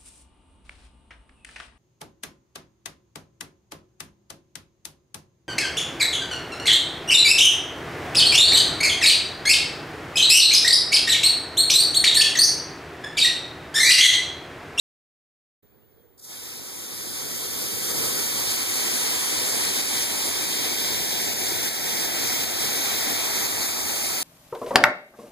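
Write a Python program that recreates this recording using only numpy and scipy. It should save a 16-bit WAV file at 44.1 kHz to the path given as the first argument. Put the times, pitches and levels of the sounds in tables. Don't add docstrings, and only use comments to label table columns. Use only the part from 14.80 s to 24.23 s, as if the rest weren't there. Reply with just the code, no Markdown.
import sys
import numpy as np
from scipy import signal
from scipy.fft import rfft, irfft, next_fast_len
from scipy.io import wavfile
from scipy.ndimage import uniform_filter1d, map_coordinates

SR = 44100
rng = np.random.default_rng(int(sys.argv[2]) if len(sys.argv) > 2 else 0)


def transcribe(u):
    v = np.clip(np.atleast_2d(u).T, -1, 1)
    q = np.round(v * 32767).astype(np.int16)
    wavfile.write(sys.argv[1], SR, q)


N = 415863

# time in seconds, strength in dB before each layer's own level,
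# aim from 0 (into the air) to 1 (onto the ground).
SPRAY_PATH = [(1.53, -39, 0.11), (1.9, -37.5, 0.14), (2.4, -32.5, 0), (2.85, -29.5, 0), (3.27, -25.5, 0),
              (3.55, -26, 0.31), (4.15, -24.5, 0.5), (5.3, -23.5, 0.72), (5.85, -25, 1), (7, -24.5, 0.79),
              (7.9, -24, 0.99), (8.6, -24, 0.7), (9.2, -26, 0.24)]
# frequency in Hz, second microphone against first in dB,
# left-minus-right tilt in dB and right's phase lead in radians (both tilts are thinned out in heard()).
WATER_MICS = [(40, -3.5, 3, 0.14), (109, -5.5, -1, -0.65), (222, -3.5, 0.5, -1.02), (420, -4.5, 7, -1.04),
              (590, -3.5, 6, -0.043), (900, -5.5, 2.5, -0.1), (1440, -2.5, 4, 1), (2060, 0, 3, 0.82),
              (2560, -12, -2, 0.95), (5100, -4, -2.5, 0), (14000, -6, -2, 0)]
OPEN_S, BUILD_S = 1.373, 0.14
LAG_S = 0.000363


def amp(db):
    return np.exp(np.asarray(db) * np.log(10) / 20)


def unit(x):
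    return x / np.sqrt(np.mean(x ** 2) + 1e-20)


def clock():
    return np.arange(N) / SR


def ramp(start_s, length_s):
    return np.clip((clock() - start_s) / length_s, 0, 1)


def along(rows, hz):
    f, *cols = np.transpose(rows)
    return [np.interp(np.log(hz + 1), np.log(f + 1), c) for c in cols]


def curves(rows):
    s, *cols = np.transpose(rows)
    return [np.interp(clock(), s, c) for c in cols]


def wobble(rate):
    points = rng.standard_normal(int(N * rate / SR) + 4)
    return map_coordinates(points, [clock() * rate])


def filtered(x, response):
    size = next_fast_len(N + 8192)
    hz = np.fft.rfftfreq(size, 1 / SR)
    return irfft(rfft(x, size) * response(hz), size)[..., :N]


def patchy(patchy_db):
    z = signal.stft(rng.standard_normal((2, N)), nperseg=512)[2]
    field = uniform_filter1d(rng.standard_normal(z.shape[1:]), size=7, axis=0, mode="wrap")
    field = uniform_filter1d(field, size=12, axis=1)
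    noise = signal.istft(z * amp(patchy_db * unit(field)), nperseg=512)[1]
    return unit(noise[:, :N])


def drops(rate, scatter_db):
    lands = rng.random((2, N)) < rate / SR
    size = amp(scatter_db * np.clip(rng.standard_normal((2, N)), -2, 2))
    return unit(lands * size * rng.choice([-1, 1], (2, N)))


def heard(pair, spectrum, mics):
    cross_hz = 350
    matched_hz = (2000, 2550)
    lopsided_hz = (950, 1250)
    feedback = 0.13
    notch_edge = 0.22

    size = next_fast_len(N + 8192)
    hz = np.fft.rfftfreq(size, 1 / SR)
    second_db, balance_db, lead = along(mics, hz)
    turn = np.arctan(amp(second_db))
    colour = amp(along(spectrum, hz)[0])
    strong, weak = rfft(pair, size) * colour * [np.cos(turn), np.sin(turn)]

    late = np.exp(-2j * np.pi * hz * LAG_S)
    across = 1 - np.exp(-np.square(hz / cross_hz))
    uneven = np.interp(hz, matched_hz, [1, 0])
    tilt = np.maximum(np.interp(hz, lopsided_hz, [1, 0]), np.abs(late.imag))
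    lean = amp(tilt * balance_db / 2) * np.exp(-1j * tilt * uneven * lead / 2)
    left = (strong - across * late * weak) * lean
    right = (weak - late * strong) / lean

    def walls(comb):
        return 1 - (1 - uneven) * np.exp(-np.square(np.abs(comb) / (2 * notch_edge)))

    loop = feedback * (1 - uneven) * late
    mid = (left + right) * walls(1 - across * late) / (1 - loop)
    side = (left - right) * walls(1 + across * late) / (1 + loop)
    return unit(irfft([mid + side, mid - side], size)[:, :N])


def spits():
    # centre in seconds, half length in seconds, added level in dB.
    spurts = [(1.379, .003, 4.5), (1.398, .006, 7.5), (1.408, .003, -2.5), (1.415, .003, 3.5),
              (1.427, .005, 3.5), (1.445, 0.014, 8), (3.7, 0.051, 1), (5.2, 0.028, 1), (6.397, 0.021, 0),
              (6.85, .03, 0.5), (7.223, .02, 0.5)]
    return sum(db * np.exp(-np.square((clock() - s) / width)) for s, width, db in spurts)


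def spray():
    # frequency in Hz, relative level in dB per Hz.
    wash_colour = [(20, -19), (35, -13), (50, -4), (78, -7), (94, 3.5), (108, -4.5), (160, -3.8),
                   (240, -.2), (350, 2), (600, -3), (900, -1), (1350, -3.5), (2200, -18), (5000, -57)]
    patter_colour = [(500, -50), (1300, -10), (1650, -5), (2050, -1), (2600, -1.5), (3100, -.5), (4000, 0),
                     (5200, -1), (7000, -12), (12000, -40)]
    mist_colour = [(1500, -80), (3500, -8), (5200, -0.5), (6500, 0.5), (9000, 0.5), (12000, -2),
                   (14000, -2.5), (15500, -7)]

    strength_db, ground = curves(SPRAY_PATH)
    slack = 1 - ramp(OPEN_S, BUILD_S)
    wash_db = -11.5 + 1.5 * ground - 19.5 * slack
    patter_db = -7 + 2.5 * ground - 45 * slack + spits()
    mist_db = 0.2 - 2.5 * ground - 19 * slack + spits()
    flutter_db = 0.45 * wobble(28)

    wash_noise = patchy(patchy_db=1.16) + amp(-9.5) * drops(rate=500, scatter_db=5.5)
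    wash = heard(wash_noise, wash_colour, WATER_MICS)
    patter_noise = patchy(patchy_db=1.1) + amp(-10.0) * drops(rate=2500, scatter_db=1.5)
    patter = heard(patter_noise, patter_colour, WATER_MICS)
    mist_noise = patchy(patchy_db=1.02) + amp(-10.5) * drops(rate=11000, scatter_db=3.5)
    mist = heard(mist_noise, mist_colour, WATER_MICS)

    patter_wobble_db = 0.25 * wobble(14)
    water = amp(wash_db) * wash + amp(patter_db + patter_wobble_db) * patter + amp(mist_db) * mist
    return water * amp(strength_db + flutter_db) * ramp(OPEN_S, length_s=0.009)


def tub():
    # frequency in Hz, relative level in dB per Hz.
    body = [(25, -10), (50, -10), (110, -1), (190, -4), (260, -2), (380, -1.5), (520, -1.5), (800, -28),
            (2000, -46)]
    level_db = -13
    left_s, fade_db_per_s = 3.28, 24
    hit_s, hit_half_length_s, hit_db = 3.21, 0.09, 3.5

    thuds = patchy(patchy_db=0.5) + amp(-10) * drops(rate=700, scatter_db=6.5)
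    away_db = fade_db_per_s * np.maximum(clock() - left_s, 0)
    landing = ramp(OPEN_S + BUILD_S / 2, length_s=0.29)
    square_db = hit_db * np.exp(-np.square((clock() - hit_s) / hit_half_length_s))
    loudness = amp(curves(SPRAY_PATH)[0] + level_db + square_db - away_db)
    return landing * loudness * heard(thuds, body, WATER_MICS)


def puddle():
    # frequency in Hz, relative level in dB per Hz.
    colour = [(450, -24), (640, -2.5), (770, 1), (950, -4), (1300, -2), (1650, -21), (2100, -4.5),
              (2550, -1), (3100, -30)]
    plashes = patchy(patchy_db=1.5) + amp(-4.5) * drops(rate=370, scatter_db=4)
    filling = ramp(start_s=4.93, length_s=2.6)
    loudness = amp(curves(SPRAY_PATH)[0] - 11)
    return filling * loudness * heard(plashes, colour, WATER_MICS)


def bounced(x):
    # time in seconds, delay in milliseconds.
    delays = [(2, .35), (3.2, .35), (5.3, .378), (6.5, .41), (7.4, .45), (8.8, .42)]
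    # frequency in Hz, level in dB before the moving gain below.
    surface = [(400, -20), (1250, -10), (3000, -27), (7000, -53)]
    # time in seconds, gain in dB on top of that answer.
    gains = [(2, -12), (4.5, -0.5), (5.7, 5), (6.55, 8.5), (7.4, 6.5), (9, 2)]
    delay_ms, = curves(delays)
    copy = filtered(x.mean(axis=0), lambda hz: amp(along(surface, hz)[0]))
    copy = copy * amp(curves(gains)[0])
    late = np.arange(N) - delay_ms * SR / 1000
    return x + map_coordinates(copy, [late])


def shaded(x):
    # centre in Hz and width in Hz (both before sliding),
    # level in dB with the jet raised, level in dB with it lowered.
    bands = [(2670, 350, 2.5, -1), (2900, 190, -1, -1), (3700, 250, 1.5, 1), (4520, 360, 0, -1.5),
             (6930, 280, 0.5, -2), (7180, 410, 1, 0.5), (8230, 180, -1, -2), (9510, 460, 2.5, -2.5),
             (10900, 320, -5.5, 0), (13450, 400, -5, -1.5), (14500, 600, -1, 3)]
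    # time in seconds, factor on their frequencies.
    swing = [(2, 1.42), (2.5, 1.27), (3.3, 1.24), (4.2, 1.155), (4.9, 1.1), (5.7, 1.03), (6.4, 1),
             (7.5, 1.02), (8.3, 1.055), (9.2, 1.2)]
    down_s, down_length_s = 5.4, 0.76

    hz, t, z = signal.stft(x, SR, nperseg=512)
    unstretched_hz = hz[:, None] / np.interp(t, *np.transpose(swing))
    down = np.clip((t - down_s) / down_length_s, 0, 1)
    db = 0
    for centre, width, air, ground in bands:
        depth_db = air + (ground - air) * down
        db = db + depth_db * np.exp(-np.square((unstretched_hz - centre) / width))
    return signal.istft(z * amp(db), SR, nperseg=512)[1][:, :N]


def hollowed(x):
    # time in seconds, centre in Hz, half width in Hz, level in dB.
    # A hollow band near 2.8 kHz in the middle of the image shifts a little.
    mid_notch = [(1.6, 2770, 220, -26), (3.3, 2730, 195, -24), (4.2, 2740, 130, -18), (5, 2720, 90, -12),
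                 (5.5, 2840, 160, -24), (6.2, 2900, 200, -26), (6.6, 2990, 290, -28), (7.2, 2900, 180, -26),
                 (8.4, 2850, 151, -22), (8.78, 2920, 230, -24), (9.3, 2880, 160, -22)]
    side_notch = [(1.6, 3900, 300, -5), (3.2, 3600, 380, -2), (4.2, 3180, 400, -2), (5.2, 2870, 400, -3),
                  (6.5, 2230, 280, -5), (7.3, 2200, 300, -5), (8.5, 2340, 300, -2)]
    side_peak = [(1.6, 2100, 400, 3), (3.6, 1950, 450, 4.5), (5.2, 1900, 300, 1), (6.5, 1750, 200, 1),
                 (9, 1740, 200, 6)]

    sum_and_difference = np.array([x[0] + x[1], x[0] - x[1]]) / 2
    hz, t, (mid, side) = signal.stft(sum_and_difference, SR, nperseg=1024)

    def band(rows):
        s, *cols = np.transpose(rows)
        centre, width, db = [np.interp(t, s, c) for c in cols]
        offset = (hz[:, None] - centre) / width
        return amp(db * np.exp(-np.square(np.square(offset))))

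    shaped = np.array([mid * band(mid_notch), side * band(side_notch) * band(side_peak)])
    mid, side = signal.istft(shaped, SR, nperseg=1024)[1][:, :N]
    return np.array([mid + side, mid - side])


def dips():
    # start in seconds, length in seconds, depth in dB.
    drops_in_level = [(3.12, 0.046, 1.5), (3.84, 0.063, 1.5), (5.016, 0.11, 2.5), (5.245, .17, 2),
                      (5.493, 0.13, 1.1), (6.538, 0.065, 2), (6.891, 0.16, 3.2), (7.262, 0.1, 2),
                      (7.646, 0.15, 2.5), (8.67, 0.13, 2), (8.898, 0.2, 1.5)]
    t, sunk_db = clock(), np.zeros(N)
    for s, length, db in drops_in_level:
        near = (t > s) & (t < s + 2 * length)
        sunk_db[near] += db * np.exp(-np.square(np.square((t[near] - s) / length)))
    return amp(-sunk_db)


def thumps():
    # centre in seconds, pitch in Hz around which it wavers, level in dB.
    bump_list = [(3.2, 121.4, -52), (3.22, 195, -49), (8.3, 52, -53), (8.55, 48, -48), (9.33, 68, -50)]
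    half_length_s = 0.06
    bumps, waver = np.zeros(N), 1 + 0.08 * wobble(40)
    for s, hz, db in bump_list:
        near = np.abs(clock() - s) < 3 * half_length_s
        swell = np.exp(-np.square((clock()[near] - s) / half_length_s))
        phase = 2 * np.pi * np.cumsum(hz * waver[near]) / SR
        bumps[near] += amp(db) * swell * unit(np.sin(phase))
    return np.array([bumps, -bumps])


def yard():
    # frequency in Hz, relative level in dB per Hz.
    air_colour = [(25, -11), (60, 5), (120, 5.5), (165, -1.5), (250, -.5), (320, -2.5), (460, 2),
                  (600, -8.5), (1200, -15), (2800, -17), (4200, -22.5), (6000, -28), (10000, -22),
                  (15000, -22)]
    rustle_colour = [(60, -26), (180, -11), (300, -4), (470, -1), (560, -13), (1200, -34)]
    yard_mics = [(60, -3, 3, -0.21), (130, 3, -2, -0.97), (300, -5, -8, -1.2), (480, -16, -8, -0.91),
                 (1200, -11, -1, 0.025), (2500, -5, -2, 0)]
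    start_s, attack_s, hold_s, release_s = 1.08, 0.038, 0.13, 0.08

    air = amp(-59.5) * heard(patchy(patchy_db=1.0), air_colour, yard_mics)
    stir = ramp(start_s, attack_s) - ramp(start_s + attack_s + hold_s, release_s)
    rustle = heard(patchy(patchy_db=5), rustle_colour, yard_mics)
    return air + amp(-57.5) * stir * rustle


def bird():
    # centre in seconds, pitch in Hz before the slide and waver, slide in Hz per second, level in dB.
    notes = [(.93, 2400, 500, -76), (1.03, 2830, 4500, -72), (1.115, 2150, -1800, -76),
             (1.2, 3280, -2500, -75.5)]
    half_length_s = 0.03
    song, waver = np.zeros(N), 1 + 0.012 * wobble(150)
    for s, hz, slide, db in notes:
        near = np.abs(clock() - s) < 3 * half_length_s
        t = clock()[near] - s
        phase = 2 * np.pi * np.cumsum((hz + slide * t) * waver[near]) / SR
        song[near] += amp(db) * np.exp(-np.square(t / half_length_s)) * unit(np.sin(phase))
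    return np.array([song, -np.roll(song, round(LAG_S * SR))])


def whine():
    swell_s = (1.5, 3.2)
    pitch_hz = np.interp(clock(), swell_s, (14760, 14793)) + 11 * wobble(60)
    level_db = np.interp(clock(), swell_s, (-66, -54.5))
    return amp(level_db) * unit(np.sin(2 * np.pi * np.cumsum(pitch_hz) / SR))


def scene():
    water = spray() + tub() + puddle()
    water = hollowed(shaded(bounced(water))) * dips()
    return water + thumps() + yard() + bird() + whine()


def record(dry):
    start_s, fade_s, top_hz = 0.823, 0.007, 15500
    live = dry * ramp(start_s, fade_s) ** 2
    return filtered(live, lambda hz: np.clip((top_hz - hz) / 100, 0, 1))


dry = scene()
out = record(dry)
transcribe(out)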